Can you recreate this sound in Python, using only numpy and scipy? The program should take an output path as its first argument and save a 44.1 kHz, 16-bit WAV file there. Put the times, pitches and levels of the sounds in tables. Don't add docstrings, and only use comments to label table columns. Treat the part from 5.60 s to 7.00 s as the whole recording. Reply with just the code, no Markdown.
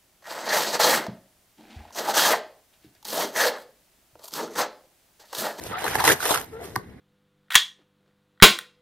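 import sys
import numpy as np
from scipy import signal
from scipy.fft import rfft, irfft, next_fast_len
from scipy.io import wavfile
from scipy.ndimage import uniform_filter1d, map_coordinates

SR = 44100
rng = np.random.default_rng(int(sys.argv[2]) if len(sys.argv) > 2 else 0)


def output_pcm(signal):
    pcm = np.clip(np.atleast_2d(signal).T, -1, 1) * 32767
    wavfile.write(sys.argv[1], SR, np.round(pcm).astype(np.int16))


def to_linear_factor(level_db):
    exponent = np.asarray(level_db, float) / 20
    return 10 ** exponent


N = 61739

# f/Hz, relative level/dB
ROOM_SPECTRUM = [(15, -54), (25, -18), (76, 0.5), (137, -13.5), (212, -9), (236, -2), (301, -5.5),
                 (503, -45), (1610, -25), (2000, -17), (2910, -41.5), (11300, -45), (16000, -86)]
# f/Hz, t60/s
WALL_DECAY = [(150, 0.074), (1500, 0.28), (10000, 0.088)]
# f/Hz, lead of the left/rad
PORT_LEAD = [(0, 0), (1460, 0.2), (2500, 1.1), (3100, -0.2), (3530, 0.4), (4310, 3.8), (4820, 4.6),
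             (5250, 7.0), (6630, 9.3), (7490, 9.7), (9910, 12.5), (11600, 12.7), (15200, 15.7),
             (16400, 15.8)]
# f/Hz, left over right/dB
PORT_TILT = [(60, -0.5), (110, 0.0), (200, 0.0), (380, 1.5), (700, 1.5), (1290, -1.5), (2380, -2.5),
             (4400, -3.0), (8120, -1.0), (15000, 0.0)]
# f/Hz, level/dB (before an offset for each kind of sound)
PORT_UNLIKE = [(60, -17), (300, -9), (700, -1.5), (1500, -11), (3500, 2.5), (9000, -9.5), (15000, -14)]
# start t/s, length/s, start f/Hz, end f/Hz, level/dB (f before wander, level before roughness)
CREAKS = [(0.122, 0.056, 1253, 1402, -28), (0.154, 0.044, 694, 758, -31), (.922, 0.082, 430, 470, -34),
          (0.995, 0.055, 620, 760, -39.5), (1.04, 0.026, 395, 375, -36)]
CREAK_OVERTONES = [-17, -12, -20]
# t/s, peak level of the ring/dB, pitch factor, crack level/dB (before its envelope)
POPS = [(1.1568, -19, 1.8, -33), (1.1604, -11, 1.0, -24)]
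# f/Hz, relative level/dB, t60/s
FLAP_MODES = [(190, -19, .2), (371, -16, .08), (780, -3, .04), (985, 4, .022), (1150, 2, .033),
              (1575, 3, .018), (1860, 1, .016), (4350, -3, .01)]
# t/s, peak level/dB
TICKS = [(0.1654, -47), (0.1725, -33), (0.187, -28), (0.5746, -27), (0.8007, -22), (0.8131, -15),
         (0.8151, -17.5), (0.8253, -30), (0.834, -33), (0.8434, -31), (0.8457, -28), (0.8472, -31),
         (0.8604, -34)]
# t/s, peak level of the ring/dB, panel f/Hz, crack level over that peak/dB (before CRACK_DB)
SNAPS = [(0.241, -22.5, 896, -2), (0.252, -20.5, 890, -14), (0.265, -19.5, 1180, -9),
         (0.279, -16.5, 1600, -9), (0.353, -13.5, 1696, -12), (0.355, -13, 877, -31),
         (0.394, -18.5, 1644, -14), (0.403, -16, 965, -7), (0.421, -22, 992, -30), (0.44, -13.5, 950, -4),
         (0.451, -18, 856, 4), (0.464, -16.5, 886, -16), (0.477, -7, 2010, -9), (0.48, -11, 883, -28),
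         (0.489, -17, 1740, 1.5), (0.49, -10, 1846, -10), (0.498, -9.5, 1606, -12), (0.5054, -9, 1737, -11),
         (0.513, -19, 1845, -2), (0.518, -11, 1760, -7.5), (0.603, -24, 1446, -6), (0.628, -20, 1510, -3),
         (0.654, -16, 1680, -3.5), (0.696, -22, 1240, -18), (0.706, -15.5, 926, -2), (0.709, -15, 633, -14),
         (0.714, -17, 1280, -4), (0.718, -16, 870, -17), (0.728, -23, 1000, -4.5),
         (0.74, -17.5, 1440, -5.5), (0.744, -18.5, 1485, 3), (0.75, -16, 1137, -9),
         (0.7576, -16.5, 1304, -5.5), (0.774, -21, 1450, -1.5)]
# t/s, then level/dB of torn edge, fibre hiss, box rumble, box face (before fixed trims)
PULL = [(0.0, -54, -58, -48, -68), (0.019, -49, -48.5, -46, -40.5), (0.064, -42.5, -41, -45, -35.5),
        (0.087, -45.5, -45.5, -42.5, -47.5), (0.128, -36.5, -50, -42, -38.5), (0.158, -34, -61, -55, -43.5),
        (0.192, -34, -43.5, -43.5, -52), (0.244, -32, -41, -58, -27), (0.268, -32, -36.5, -37, -31.5),
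        (0.338, -30.5, -38.5, -45, -42), (0.358, -33, -31, -32.5, -30.5), (0.376, -35.5, -40, -36, -37),
        (0.4, -24.5, -32.5, -38, -33), (0.435, -33.5, -38.5, -41, -59), (0.444, -19.5, -27, -37, -40),
        (0.475, -22.5, -21, -39.5, -26), (0.495, -21, -24.5, -29.5, -20), (0.53, -27.5, -23, -33.5, -22.5),
        (0.549, -41, -40.5, -36.5, -39.5), (0.584, -46, -45, -55, -44), (0.622, -34.5, -34, -51, -46.5),
        (0.674, -27, -27.5, -58, -29.5), (0.712, -33, -27, -46, -32), (0.781, -34, -37, -44, -37.5),
        (0.864, -56, -56.5, -55, -52), (0.898, -57, -60, -49, -59), (0.946, -56, -60.5, -48, -48),
        (0.988, -51, -65, -48.5, -44), (1.016, -48.5, -55, -46, -37.5), (1.045, -45.5, -45.5, -45, -43.5),
        (1.124, -55.5, -57.5, -44, -47.5), (1.148, -60, -58.5, -55.5, -38), (1.172, -65, -50, -32, -46),
        (1.202, -68, -61, -49, -46.5), (1.242, -59, -66, -44, -53), (1.4, -61.5, -74, -51, -57.5)]
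# f/Hz, relative level/dB
PANEL_SPECTRUM = [(120, -55), (200, -8.5), (267, -17), (314, 1), (352, -7), (446, -1), (573, -6.5),
                  (755, -1), (1220, -4.5), (1680, -1), (2060, -3), (2330, -8), (4000, -5.5), (5200, -14.5),
                  (8800, -120)]
# f/Hz, relative level/dB
FIBRE_SPECTRUM = [(1470, -18), (2500, -6.5), (5130, -6.5), (6300, -4.5), (7260, -6), (9650, -6),
                  (11600, -6), (14900, -5.5), (16500, -62)]
# f/Hz, relative level/dB
BOX_SPECTRUM = [(15, -52), (25, -31), (75, -5), (145, -0.5), (215, -8), (313, -14.5), (350, -4), (460, -19),
                (770, -120)]

ROOM_TONE_DB, WALLS_DB = -52, -17
SHARP_UNLIKE_DB = -9
CREAK_WANDER, CREAK_ROUGH_DB, CREAK_TOP_HZ = 0.03, 2.2, 1900
CREAK_LAG, CREAK_RIGHT_DB = 8, -4
POP_TOP_HZ, TIGHT_POP_TOP_HZ = 5000, 2500
POP_RISE_CYCLES, POP_AGAINST_HZ = 0.8, 985
TICK_S = 0.0003
SNAP_RISE_S, SNAP_FALL_S = 0.0019, 0.002
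SNAP_Q, SNAP_RATTLE = 1.8, 0.42
CRACK_DB = -5
BELLY_HZ = 633


def unit(x):
    return x / np.sqrt(np.mean(x ** 2) + 1e-20)


def along(points, hz):
    f, v = np.transpose(points)
    return np.interp(np.log(hz + 1), np.log(f + 1), v)


def wobble(rate):
    knots = rng.standard_normal(int(N * rate / SR) + 4)
    return map_coordinates(knots, [np.arange(N) * rate / SR])


def filtered(x, response):
    m = next_fast_len(N + 8192)
    hz = np.fft.rfftfreq(m, 1 / SR)
    return irfft(rfft(x, m) * response(hz), m)[..., :N]


def coloured(x, spectrum):
    return unit(filtered(x, lambda hz: to_linear_factor(along(spectrum, hz))))


def add(track, s, sound):
    i = round(s * SR)
    track[i:i + len(sound)] += sound[:len(track) - i]


def grains(count, hz, octaves, cycles, spread_db):
    u, t = rng.random((count, 4)), np.arange(400) / SR
    pitch = (hz * 2 ** (octaves * (2 * u[:, 1] - 1)))[:, None]
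    size = to_linear_factor(-spread_db * np.log(1 - 0.995 * u[:, 2]))[:, None]
    wave = size * np.sin(2 * np.pi * pitch * t) * np.exp(-t * pitch / cycles)
    at = (u[:, :1] * N).astype(int) + np.arange(400)
    return unit(np.bincount(at.ravel(), wave.ravel(), N + 400)[:N])


def ports(x, unlike_db=0):
    side = np.array([[0.5], [-0.5]])
    z = signal.stft(x, nperseg=256)[2]
    field = rng.standard_normal((2,) + z.shape)
    field = uniform_filter1d(field, size=3, axis=1)
    field = uniform_filter1d(field, size=6, axis=2)
    turn = (unit(field[0]) + 1j * unit(field[1])) / np.sqrt(2)
    shift = signal.istft(z * turn, nperseg=256)[1][:N]
    unlike = filtered(shift, lambda hz: to_linear_factor(along(PORT_UNLIKE, hz) + unlike_db))
    pair = x + 2 * side * unlike

    def between_ports(hz):
        lead = np.interp(hz, *np.transpose(PORT_LEAD))
        return to_linear_factor(side * along(PORT_TILT, hz)) * np.exp(1j * side * lead)

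    return filtered(pair, between_ports)


def room_tone():
    return to_linear_factor(ROOM_TONE_DB) * ports(coloured(rng.standard_normal(N), ROOM_SPECTRUM))


def tail(t60s, size):
    hz, t, z = signal.stft(rng.standard_normal((2, size)), SR, nperseg=128)
    decay = to_linear_factor(-60 * t / along(t60s, hz)[:, None])
    h = signal.istft(z * decay, SR, nperseg=128)[1]
    return h / np.linalg.norm(h, axis=1, keepdims=True)


def walls(x):
    late = np.pad(x, (300, 0))[None]
    return to_linear_factor(WALLS_DB) * signal.fftconvolve(late, tail(WALL_DECAY, size=SR // 3), axes=1)[:, :N]


def creaks():
    out, drift, rough = np.zeros(N), wobble(120), wobble(190)
    for s, length, from_hz, to_hz, db in CREAKS:
        u = np.linspace(0, 1, round(length * SR))
        i = round(s * SR) + np.arange(len(u))
        hz = (from_hz + (to_hz - from_hz) * u) * (1 + CREAK_WANDER * drift[i])
        phase = 2 * np.pi * np.cumsum(hz) / SR
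        tone = np.sin(phase)
        for k, overtone_db in enumerate(CREAK_OVERTONES, start=2):
            if k * from_hz < CREAK_TOP_HZ:
                tone = tone + to_linear_factor(overtone_db) * np.sin(k * phase)
        level = to_linear_factor(db + CREAK_ROUGH_DB * np.clip(rough[i], -4, 1.2))
        add(out, s, level * tone * np.sin(np.pi * u) ** 0.36)
    return out


def pops():
    out, t = np.zeros(N), np.arange(SR // 8) / SR
    for s, db, pitch, crack_db in POPS:
        top_hz = TIGHT_POP_TOP_HZ if pitch > 1.2 else POP_TOP_HZ
        ring = np.zeros(len(t))
        for mode_hz, level, t60 in FLAP_MODES:
            hz = mode_hz * pitch
            if hz < top_hz:
                decay = to_linear_factor(level - 60 * t * pitch / t60)
                rise = 1 - np.exp(-t * hz / POP_RISE_CYCLES)
                ring += decay * rise * np.sin(2 * np.pi * hz * t + np.pi * (mode_hz == POP_AGAINST_HZ))
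        noise = rng.standard_normal(len(t) + 1)
        dull = uniform_filter1d(rng.standard_normal(len(t) + 1), size=4)
        burst = t / 0.00069 * np.exp(1 - t / 0.0005)
        crack = to_linear_factor(crack_db) * burst * np.diff(noise + 4 * dull)
        add(out, s, to_linear_factor(db) * ring / np.abs(ring).max() + crack)
    return out


def ticks():
    out, t = np.zeros(N), np.arange(300) / SR
    spectrum = [(1500, -13), (6000, -14), (10000, -16), (13500, -3), (16000, -6)]  # f/Hz, level/dB
    bright = coloured(rng.standard_normal(N), spectrum)
    for s, db in TICKS:
        click = t / TICK_S * np.exp(-t / TICK_S) * np.roll(bright, -round(s * SR))[:len(t)]
        add(out, s, to_linear_factor(db) * click / np.abs(click).max())
    return out


def snaps():
    out, t = np.zeros(N), np.arange(1500) / SR
    shape = (1 - np.exp(-t / SNAP_RISE_S)) * np.exp(-t / SNAP_FALL_S)
    fibres = coloured(rng.standard_normal(N), FIBRE_SPECTRUM)
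    for s, db, hz, crack_db in SNAPS:
        b, a = signal.iirpeak(hz, SNAP_Q, SR)
        rattle = unit(signal.filtfilt(b, a, rng.standard_normal(len(t))))
        tone = np.sin(2 * np.pi * hz * t + 2 * np.pi * rng.random())
        ring = shape * (tone + SNAP_RATTLE * rattle)
        hiss = np.roll(fibres, -round(s * SR))[:len(t)]
        crack = to_linear_factor(crack_db + CRACK_DB) * hiss * shape / shape.max()
        add(out, s, to_linear_factor(db) * (ring / np.abs(ring).max() + crack))
    return out


def tearing():
    s, *columns = np.transpose(PULL)
    t = np.arange(N) / SR
    edge_db, hiss_db, rumble_db, face_db = [np.interp(t, s, c) for c in columns]
    clump_db = 0.84 * wobble(59.38) + wobble(220)
    rings = grains(count=7000, hz=1000, octaves=1.405, cycles=1.3, spread_db=2.5)
    rings = filtered(rings, lambda hz: 1 + hz / 2500)
    panel = coloured(rings + 0.84 * rng.standard_normal(N), PANEL_SPECTRUM)
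    face = filtered(panel, lambda hz: 1 / (1 + (hz / BELLY_HZ) ** 8))
    edge = panel - face
    crackle = rng.standard_normal(N) * (0.99 + 0.32 * to_linear_factor(6.7 * wobble(900)))
    fibres = coloured(crackle, FIBRE_SPECTRUM)
    rumble = coloured(rng.standard_normal(N), BOX_SPECTRUM)
    return (to_linear_factor(edge_db - 0.5) * unit(to_linear_factor(clump_db) * edge)
            + to_linear_factor(face_db - 3.0) * unit(to_linear_factor(clump_db) * face)
            + to_linear_factor(hiss_db + 0.14) * unit(to_linear_factor(0.4 * clump_db) * fibres)
            + to_linear_factor(rumble_db - 1.5 + 0.85 * wobble(24.4)) * rumble)


def scene():
    box = tearing() + snaps()
    sharp = ticks() + pops()
    creak = creaks()
    creak_pair = np.array([creak, to_linear_factor(CREAK_RIGHT_DB) * np.roll(creak, CREAK_LAG)])
    direct = ports(box) + ports(sharp, SHARP_UNLIKE_DB) + creak_pair
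    return direct + walls(box + sharp + creak) + room_tone()


def band_limit(x):
    return signal.sosfilt(signal.butter(12, 16810, fs=SR, output="sos"), x)


def record(dry):
    mix = filtered(dry, lambda hz: 1 / (1 + (hz / 16000) ** 40))
    return band_limit(mix)


dry = scene()
out = record(dry)
output_pcm(out)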